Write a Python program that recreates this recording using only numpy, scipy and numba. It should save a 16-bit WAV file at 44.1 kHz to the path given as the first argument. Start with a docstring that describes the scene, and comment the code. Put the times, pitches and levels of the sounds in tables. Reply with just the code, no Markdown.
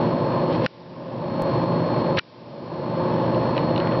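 """A fan drones in a quiet room: throbbing air noise, wavering motor tones and mains hum.
It is heard through a camera whose gain control has turned it far up. Fingers rub and click on the
camera body, which rings briefly; two hard clicks slam the gain down and the drone swells back.
The camera adds a thin whine and its own hiss, and there is one faint pop."""
import sys
import numpy as np
from scipy import signal
from scipy.fft import rfft, irfft
from scipy.io import wavfile
from numba import njit

SR = 44100
rng = np.random.default_rng(int(sys.argv[2]) if len(sys.argv) > 2 else 0)


def generate_wav(signal):
    """Clip the signal to [-1, 1] and save it as 16-bit WAV at the path in sys.argv[1]."""
    frames = np.transpose(np.atleast_2d(signal))
    scaled = np.clip(frames, -1, 1) * 32767
    pcm = np.round(scaled).astype(np.int16)
    wavfile.write(sys.argv[1], SR, pcm)


N = 176400  # 4 seconds

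# How strong the camera's hiss is from low to high: frequency_hz, relative_db
HISS_SPECTRUM = [(20, -18), (300, 9.5), (1500, -4), (3500, -4), (4600, -4), (5300, -6.5), (5800, -14)]
# How loud the camera's whine is over time: time_s, level_db
WHINE_LEVELS = [(0, -50), (.6, -49), (1.1, -56), (1.3, -48), (2.1, -46), (2.7, -48), (3.2, -51),
                (3.5, -48.5), (3.62, -46), (4, -45.5)]
# Fingers rubbing the camera: start_s, length_s, level_db, centre_hz
FINGER_RUBS = [(0.498, 0.079, -42, 2570), (0.602, 0.065, -39, 2470), (2.164, 0.045, -26, 2300),
               (3.54, 0.074, -40, 1920), (3.677, 0.34, -35, 1080)]
# Clicks on the camera: start_s, peak_db, centre_hz
FINGER_CLICKS = [(0.6625, 15.5, 1574), (0.6625, 9.5, 4220), (2.1788, -16, 2230), (2.182, -9.5, 1700),
                 (2.1843, -5.5, 1900), (2.1879, 6.5, 4300), (2.1927, 21, 1900), (3.347, -28.5, 2900),
                 (3.567, -25.5, 2800), (3.5784, -16.5, 2850), (3.761, -19, 2950), (3.778, -18.5, 3000),
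                 (3.801, -20, 2900), (3.82, -28.5, 1970), (3.872, -22.5, 2400), (3.922, -27, 2600)]
# Tones the camera body rings with: pitch_hz, relative_db, ring_s (time to fade by 60 dB)
BODY_TONES = [(1080, -4.5, 0.01), (1441, -0.5, 0.018), (1824, -0.5, .012), (2310, -33.5, .12),
              (2480, -5.5, 0.015), (2898, -2.5, 0.015), (3806, -1, 0.008), (4140, 0, 0.0098),
              (5000, -13, 0.0049), (4900, -5.5, 0.002)]
# How strong the fan's air noise is from low to high: frequency_hz, relative_db
AIR_SPECTRUM = [(12, -61), (20, -33), (38, -26), (59, -26.5), (107, -6), (156, -1.5), (206, -5), (243, -1),
                (280, -6.5), (355, -3.5), (419, -10.5), (494, -5.5), (543, -1), (755, -16.5), (870, -6.5),
                (956, -11.5), (1050, -10.5), (1330, -25), (1720, -25), (2080, -32), (2290, -31),
                (3840, -36.5), (4420, -40), (4750, -42), (5600, -45), (7280, -74), (12300, -120)]
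# Tones of the fan's motor: pitch_hz, level_db
MOTOR_TONES = [(142, -37), (167, -32.5), (317, -37), (409, -51), (531, -34), (545, -39), (576, -39),
               (628, -38.5), (674, -41), (695, -46), (888, -42.5), (1038, -40), (1084, -44.5), (1270, -55)]
# Mains hum at 1, 2, 3... times HUM_HZ: level_db
HUM_LEVELS = [-33.5, -54, -34, -41.5, -42]

HUM_HZ, THROB_HZ, AIR_DB = 120, 50.26, -21.5
CEILING_DB, HISS_DB = -11, -52.5


def amp(db):
    """Turns decibels into a number to multiply by."""
    return 10 ** (np.asarray(db) / 20)


def evened(x):
    """Scales x to an average strength (rms) of 1."""
    return x / np.sqrt(np.mean(x ** 2) + 1e-20)


def add(mix, start_s, sound):
    """Mixes a sound in at its start time."""
    part = mix[round(start_s * SR):][:len(sound)]
    part += sound[:len(part)]


def bell(hz, centre_hz, octaves):
    """A gain that falls away on both sides of a centre."""
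    return np.exp(-.5 * (np.log2((hz + 1) / centre_hz) / octaves) ** 2)


def banded(x, centre_hz, octaves):
    """Keeps the frequencies near a centre, at strength 1."""
    hz = np.fft.rfftfreq(len(x), 1 / SR)
    return evened(irfft(rfft(x) * bell(hz, centre_hz, octaves), len(x)))


def shaped_noise(spectrum):
    """Noise with the lows and highs of a table, at strength 1."""
    table_hz, table_db = np.transpose(spectrum)
    hz = np.fft.rfftfreq(N, 1 / SR)
    db = np.interp(np.log(hz + 1), np.log(table_hz), table_db)
    return evened(irfft(rfft(rng.standard_normal(N)) * amp(db), N))


def drift(rate_hz):
    """A random wander of strength 1; a higher rate wanders faster."""
    hz = np.fft.rfftfreq(N, 1 / SR)
    return evened(irfft(rfft(rng.standard_normal(N)) * np.exp(-(hz / rate_hz) ** 2), N))


def tone(hz):
    """A pure tone of strength 1 that follows a pitch."""
    cycles = np.cumsum(hz * np.ones(N)) / SR + rng.random()
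    return np.sqrt(2) * np.sin(2 * np.pi * cycles)


@njit
def gain_cut(over_db):
    """Decibels the camera turns down: jumps up at a peak over the ceiling, then eases back."""
    attack_s, recover_db_per_s, recover_s = .00008, 21.5, 1
    attack = 1 - np.exp(-1 / (attack_s * SR))
    out, cut = np.zeros(len(over_db)), 0.
    for i in range(len(over_db)):
        if over_db[i] > cut:
            cut += attack * (over_db[i] - cut)
        else:  # a steady return, plus extra speed when the cut is deep
            cut = max(cut - (recover_db_per_s + cut / recover_s) / SR, 0.)
        out[i] = cut
    return out


def faint_pop():
    """A soft low bump with a thin snap at its front."""
    out, t = np.zeros(N), np.arange(SR // 5) / SR
    rise_s, fade_s = .00049, .0059
    bump = amp(-24) * (1 - t / fade_s) * np.exp(-t / fade_s) * (1 - np.exp(-t / rise_s))
    snap = amp(-21.5) * np.exp(-t / .00006)
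    add(out, start_s=1.4215, sound=bump + snap)
    return out


def camera_whine(pitch_hz=4287):
    """A thin tone from inside the camera that grows and fades a little."""
    time_s, level_db = np.transpose(WHINE_LEVELS)
    gain = amp(np.interp(np.arange(N) / SR, time_s, level_db))
    return gain * tone(pitch_hz + 1.9 * drift(4.6))


def finger_rub(length_s, level_db, centre_hz, grain_db=3.5):
    """Skin drags over plastic and makes a grainy noise that fades in and out."""
    size = round(length_s * SR)
    grains = rng.standard_normal(N) * amp(grain_db * drift(400))
    fade = signal.windows.tukey(size, .5)
    return amp(level_db) * banded(grains[:size], centre_hz, octaves=.64) * fade


def finger_click(peak_db, centre_hz, octaves=.51, rise_s=.0003, crack_s=.0016):
    """A short crack sets the camera body ringing with tones that die quickly."""
    t = np.arange(SR // 5) / SR
    ring = np.zeros(len(t))
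    for k, (hz, db, ring_s) in enumerate(BODY_TONES):
        strength = amp(db - 60 * t / ring_s) * bell(hz, centre_hz, octaves)
        direction = (-1) ** k  # every other tone starts the opposite way
        ring += direction * strength * np.sin(2 * np.pi * hz * rng.uniform(1.0, 1.02) * t)
    crack = .64 * banded(rng.standard_normal(len(t)), centre_hz, octaves) * np.exp(-t / crack_s)
    sound = (ring + crack) * (1 - np.exp(-t / rise_s)) ** 2
    return amp(peak_db) * sound / abs(sound).max()


def handling():
    """Fingers click and rub on the camera, each at its listed time."""
    out = np.zeros(N)
    for start_s, peak_db, centre_hz in FINGER_CLICKS:
        add(out, start_s, finger_click(peak_db, centre_hz))
    for start_s, length_s, level_db, centre_hz in FINGER_RUBS:
        add(out, start_s, finger_rub(length_s, level_db, centre_hz))
    return out


def fan(waver_hz=1.997, flutter=.26):
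    """Rushing air pulses with the fan and the mains, over wavering motor tones and a steady hum."""
    throb = .23 * tone(THROB_HZ + drift(3))
    buzz = .064 * tone(HUM_HZ)
    pulsing = 1 + (throb + buzz) / 2
    air = amp(AIR_DB) * evened(shaped_noise(AIR_SPECTRUM) * pulsing)
    motor = np.zeros(N)
    for hz, db in MOTOR_TONES:
        wavering = tone(hz + waver_hz * drift(13.4))
        motor += amp(db) * wavering * (1 + flutter * drift(5))
    hum = sum(amp(db) * tone(k * HUM_HZ + .61 * drift(3.4)) for k, db in enumerate(HUM_LEVELS, 1))
    return air + motor + hum


def scene():
    """Everything that reaches the microphone, in one channel."""
    return (fan() + camera_whine() + handling())[None]


def lowpass(x, hz):
    """Steeply cuts away everything above hz."""
    weights = signal.firwin(301, hz, window=("kaiser", 9), fs=SR)
    return signal.oaconvolve(x, weights[None], "same")


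def record(dry):
    """The camera turns down at loud peaks, adds hiss and loses the highs; one pop comes on top."""
    treble_hz = 3500  # the gain control reacts more to sound above this
    sensed = dry[0] + np.gradient(dry[0]) * SR / (2 * np.pi * treble_hz)
    level_db = 20 * np.log10(abs(signal.hilbert(sensed)) + 1e-9)
    turned_down = dry * amp(-gain_cut(level_db - CEILING_DB))
    hiss = amp(HISS_DB) * shaped_noise(HISS_SPECTRUM)
    dulled = lowpass(turned_down + hiss, hz=5780)
    return lowpass(dulled + faint_pop(), hz=16000)


dry = scene()
out = record(dry)
generate_wav(out)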